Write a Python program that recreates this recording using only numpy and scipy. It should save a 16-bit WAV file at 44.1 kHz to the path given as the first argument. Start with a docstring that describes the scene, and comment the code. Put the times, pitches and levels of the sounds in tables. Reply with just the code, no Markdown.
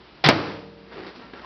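"""Microwave door swung shut

Quiet room, one dull mono microphone close to the door. The latch hooks strike and rattle over their
catches, then the door slams home and overloads the microphone. The metal case rings and the room dies
away, a few low tones lingering. Afterwards, a soft rustle of movement and some small knocks."""
import sys
import numpy as np
from scipy import signal
from scipy.fft import rfft, irfft
from scipy.io import wavfile

SR = 44100
rng = np.random.default_rng(int(sys.argv[2]) if len(sys.argv) > 2 else 0)


def master_out(mix):
    """Clip the mix to full scale and print it as 16-bit PCM to the path in sys.argv[1]."""
    frames = np.transpose(np.atleast_2d(mix))
    ceiling = np.clip(frames, -1, 1)
    pcm = np.round(ceiling * 32767).astype(np.int16)
    wavfile.write(sys.argv[1], SR, pcm)


N = 63945
T = np.arange(N) / SR

# room hiss spectrum: freq_hz, relative_db
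HISS_COLOUR = [(15, -54), (25, -25), (60, -6.5), (85, -20), (149, -10), (255, -11), (341, -7), (521, -15.5),
               (931, -16.5), (5200, -25), (6760, -27.5), (11400, -120)]
# hooks striking and riding over their catches: start_s, level_db
LATCH_HITS = [(0.2390, -18.5), (0.2425, -16), (0.2525, -19), (0.2598, -13), (0.2702, -19), (0.2835, -22)]
# spectrum of a hook strike: freq_hz, relative_db
LATCH_COLOUR = [(50, -30), (120, -14), (250, -3), (500, 2), (780, -0.5), (1300, -4), (2000, 0),
                (2700, -4.5), (3500, -1.5), (4200, -5), (5200, -5)]
# modes of the plastic latch: pitch_hz, level_db, t60_s
LATCH_MODES = [(714, -22, .13), (772, -21, .2), (1045, -27, .15), (1545, -28, .2), (2780, -28, .2),
               (4049, -32, .22), (1822, -24, .15), (1922, -21, .13), (3420, -20, .08), (3660, -25, .14),
               (4545, -25, .14), (4830, -26, .12), (5040, -27, .12)]
# modes of case and door: pitch_hz, slam_level_db, latch_level_db, t60_s
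CASE_MODES = [(125, -28, -40, .45), (155, -22, -32, .42), (331, -21, -34, .35), (525, -23, -31, .33),
              (594, -17, -33, .22), (246, -28, -38, .45), (284, -23, -36, .18), (707, -29, -36, .4),
              (1000, -28, -28, .25), (1257, -24, -33, .2), (1281, -29, -38, .35), (1442, -28, -36, .28),
              (2025, -28, -27, .25), (2369, -31, -28, .25)]
# reverberation spectrum: freq_hz, relative_db
ROOM_COLOUR = [(35, -29), (60, -21.5), (100, -1), (180, -4.5), (300, 3.5), (600, -0.5), (1200, -4.5),
               (2200, -8.5), (3500, -15), (5200, -14.5)]
# reverberation time: freq_hz, t60_s
ROOM_T60 = [(80, 1.0), (300, 1.0), (800, 0.81), (2000, 0.71), (5000, 0.81)]
# body of the slam: freq_hz, relative_db
SLAM_COLOUR = [(35, -26), (70, -13), (110, -3), (250, 3), (400, -1), (580, 3), (900, -6), (1400, -10),
               (2200, -9), (3500, -13), (5200, -13)]
# crack at the front of the slam: freq_hz, relative_db
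CRACK_COLOUR = [(200, -11), (1000, 3), (2500, 3), (5200, -10.5)]
# tones that outlast the slam: pitch_hz, level_db, t60_s
LINGERING_TONES = [(196.2, -41.5, 3.04), (191, -49.5, 2.7), (460, -37.5, 2.63), (296, -37, 1.33),
                   (576, -44.5, 2.4), (100.5, -35.5, 1.2), (158.4, -36, 1.6)]
# course of the rustle: time_s, level_db
RUSTLE_LEVELS = [(0.86, -70), (0.925, -43), (0.96, -42.5), (0.985, -41), (1.03, -42.5), (1.075, -39.5),
                 (1.135, -51), (1.16, -46), (1.185, -54.5), (1.22, -44.5), (1.30, -53), (1.33, -59),
                 (1.35, -44), (1.41, -45.5), (1.45, -42.5)]
# rustle spectrum: freq_hz, relative_db
RUSTLE_COLOUR = [(80, -15), (200, 2), (380, 1), (600, 0), (1300, -1.5), (2200, -7), (3500, -14),
                 (5200, -14.5)]
# scraping resonances, relative to the rustle: pitch_hz, relative_db
SCRAPE_TONES = [(945, -18), (1356, -15), (1861, -16), (2705, -20), (3600, -24)]
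# course of the rubbing note: time_s, level_db
RUB_LEVELS = [(0.94, -86), (0.97, -37.5), (1.02, -44.5), (1.07, -40), (1.13, -53.5), (1.2, -67)]
# handling knocks: start_s, level_db
KNOCKS = [(0.9700, -37), (1.0045, -38), (1.1960, -41), (1.3345, -30.5), (1.3945, -37)]
# knock spectrum: freq_hz, relative_db
KNOCK_COLOUR = [(80, -31), (350, 8), (800, -6.5), (1600, -2.5), (2600, -12.5), (3700, -14), (5200, -25.5)]
# bright scuffs: start_s, level_db
SCUFFS = [(1.062, -47), (1.148, -47.5)]
# scuff spectrum: freq_hz, relative_db
SCUFF_COLOUR = [(300, -27), (1500, -19), (4000, 5), (5200, 2)]

LATCH_S, SLAM_S = LATCH_HITS[0][0], .2874


def from_db(db):
    """Decibels to gain."""
    return 10 ** (np.asarray(db) / 20)


def rms_one(x):
    """Scale to rms 1."""
    return x / np.sqrt(np.mean(x ** 2) + 1e-20)


def at_hz(points, hz):
    """Read a table on a log-frequency axis."""
    freqs, values = np.transpose(points)
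    return np.interp(np.log(hz), np.log(freqs), values)


def level_curve(rows):
    """Gain over time from (time_s, level_db) rows."""
    return from_db(np.interp(T, *np.transpose(rows)))


def swell(centre_s, width_s):
    """Bell-shaped envelope peaking at 1."""
    return np.exp(-.5 * ((T - centre_s) / width_s) ** 2)


def strike(start_s, attack_s, t60_s):
    """Envelope: a straight rise, then an exponential decay."""
    age = np.maximum(T - start_s, 0)
    return np.minimum(age / attack_s, 1) * np.exp(-np.log(1000) * np.maximum(age - attack_s, 0) / t60_s)


def coloured(x, colour):
    """Give a steady signal a spectrum, rolled off below 22 Hz and above 6500 Hz; rms 1."""
    hz = np.maximum(np.arange(N // 2 + 1) * SR / N, 1)
    roll_off = 1 / np.sqrt((1 + (hz / 6500) ** 16) * (1 + (22 / hz) ** 4))
    return rms_one(irfft(rfft(x) * from_db(at_hz(colour, hz)) * roll_off, N))


def noise(colour):
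    """Steady noise with a spectrum; rms 1."""
    return coloured(rng.standard_normal(N), colour)


def band(x, low_hz, high_hz):
    """Band-pass."""
    return signal.sosfilt(signal.butter(2, [low_hz, high_hz], "band", fs=SR, output="sos"), x)


def resonate(x, hz, width_hz):
    """Drive one resonance; rms 1."""
    return rms_one(band(x, hz - width_hz / 2, hz + width_hz / 2))


def ring(start_s, hz, db, t60_s, attack_s=1 / SR):
    """One struck mode."""
    return from_db(db) * strike(start_s, attack_s, t60_s) * np.sin(2 * np.pi * hz * (T - start_s))


def blows(rows, colour, attack_s, t60_s):
    """Noise bursts: each blow sets off crowded, quickly damped modes."""
    return sum(from_db(db) * strike(start_s, attack_s, t60_s) * noise(colour) for start_s, db in rows)


def room_tone(hiss_db=-49, dip_db=-4, hum_hz=59, hum_db=-59):
    """Room hiss, which dips for a moment after the slam, and mains hum."""
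    hiss = from_db(hiss_db + dip_db * swell(centre_s=.72, width_s=.11)) * noise(HISS_COLOUR)
    return hiss + from_db(hum_db) * np.sin(2 * np.pi * hum_hz * T)


def latch():
    """The hooks rattle over their catches; the first touch rings the plastic."""
    rattle = blows(LATCH_HITS, LATCH_COLOUR, attack_s=.0027, t60_s=.1)
    return rattle + sum(ring(LATCH_S + rng.uniform(0, .004), *mode) for mode in LATCH_MODES)


def metal_case():
    """Latch and slam each ring the case and door, the modes alternating in polarity."""
    out = np.zeros(N)
    for k, (hz, slam_db, latch_db, t60_s) in enumerate(CASE_MODES):
        from_latch = ring(LATCH_S + rng.uniform(0, .00381), hz, latch_db, t60_s)
        from_slam = ring(SLAM_S, hz, slam_db, t60_s)
        out += (-1) ** k * (from_latch + from_slam)
    return out


def room_tail(latch_db=-25.5, slam_db=-22.5, late_db=-35, build_s=.017):
    """Diffuse tail of latch and slam, longer in the bass, with a late swell of reflections."""
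    edges_hz = 40 * 2 ** np.arange(0, 8.1, .5)  # half octaves
    washes = [noise(ROOM_COLOUR), noise(ROOM_COLOUR)]  # alternated, so adjacent bands add in power
    late = from_db(late_db) * swell(centre_s=.467, width_s=.069)
    out = np.zeros(N)
    for k, (low, high) in enumerate(zip(edges_hz, edges_hz[1:])):
        t60_s = at_hz(ROOM_T60, np.sqrt(low * high))
        from_latch = from_db(latch_db) * strike(LATCH_S, build_s, t60_s)
        from_slam = from_db(slam_db) * strike(SLAM_S, build_s, t60_s)
        out += band(washes[k % 2], low, high) * np.sqrt(from_latch ** 2 + from_slam ** 2 + late ** 2)
    return out


def cavity_boom():
    """The closing door pushes air into the cavity, which booms."""
    return ring(start_s=.247, hz=145.8, db=-13.5, t60_s=.13, attack_s=.022)


def slam():
    """The door hits home: a thud, a crack and a heavily damped clap of the panel."""
    thud = blows([(SLAM_S, -4.5)], SLAM_COLOUR, attack_s=.001, t60_s=.09)
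    crack = blows([(SLAM_S, -12)], CRACK_COLOUR, attack_s=.001, t60_s=.012)
    clap = ring(SLAM_S, hz=330, db=0, t60_s=.024)
    return thud + crack - clap


def lingering_tones():
    """Low tones hang in the room after the slam; a close pair beats."""
    return sum(ring(SLAM_S, *tone) for tone in LINGERING_TONES)


def rustle(grains_per_s=2500, spread_db=2):
    """Soft movement: tiny random clicks merge into a rustle and drive scraping resonances."""
    sizes = from_db(spread_db * np.minimum(rng.exponential(1, N), 5))
    signs = rng.choice([-1, 1], N)
    grains = sizes * signs * (rng.random(N) < grains_per_s / SR)
    scrape = sum(from_db(db) * resonate(grains, hz, width_hz=28) for hz, db in SCRAPE_TONES)
    return level_curve(RUSTLE_LEVELS) * (coloured(grains, RUSTLE_COLOUR) + scrape)


def rub():
    """Rubbing noise drives one resonance: a hollow note within the rustle."""
    return level_curve(RUB_LEVELS) * resonate(rng.standard_normal(N), hz=382, width_hz=80)


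def knocks():
    """Small handling knocks, quickly damped."""
    return blows(KNOCKS, KNOCK_COLOUR, attack_s=.00087, t60_s=.035)


def scuffs():
    """Two brief bright scuffs with soft onsets."""
    return blows(SCUFFS, SCUFF_COLOUR, attack_s=.0087, t60_s=.27)


def bump():
    """A soft bump rings one low mode."""
    return ring(start_s=1.17, hz=249, db=-46.5, t60_s=.56)


def squeak(start_s=1.432, rise_s=.016, pitch_hz=1040, level_db=-36):
    """A faint pure squeak sets in at the very end."""
    fade_in = np.clip((T - start_s) / rise_s, 0, 1)
    return from_db(level_db) * fade_in * np.sin(2 * np.pi * pitch_hz * T)


def scene():
    """Door, room and movement at one microphone position."""
    door = latch() + cavity_boom() + slam() + metal_case()
    decay = room_tail() + lingering_tones()
    movement = rustle() + rub() + scuffs() + knocks() + bump() + squeak()
    return (door + decay + movement + room_tone())[None]


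def record(dry, low_hz=40.7, top_hz=5380, ceiling=.72, hardness=6, cutoff_hz=15900):
    """A narrow-band microphone overloads on the loudest peaks; a steep top cut follows."""
    taps = signal.firwin(81, top_hz, fs=SR, window=("kaiser", 7))
    dull = signal.fftconvolve(dry, taps[None], mode="same")
    narrow = signal.sosfilt(signal.butter(2, low_hz, "high", fs=SR, output="sos"), dull)
    clipped = narrow / (1 + np.abs(narrow / ceiling) ** (2 * hardness)) ** (.5 / hardness)
    return signal.sosfilt(signal.ellip(10, .1, 80, cutoff_hz, fs=SR, output="sos"), clipped)


dry = scene()
out = record(dry)
master_out(out)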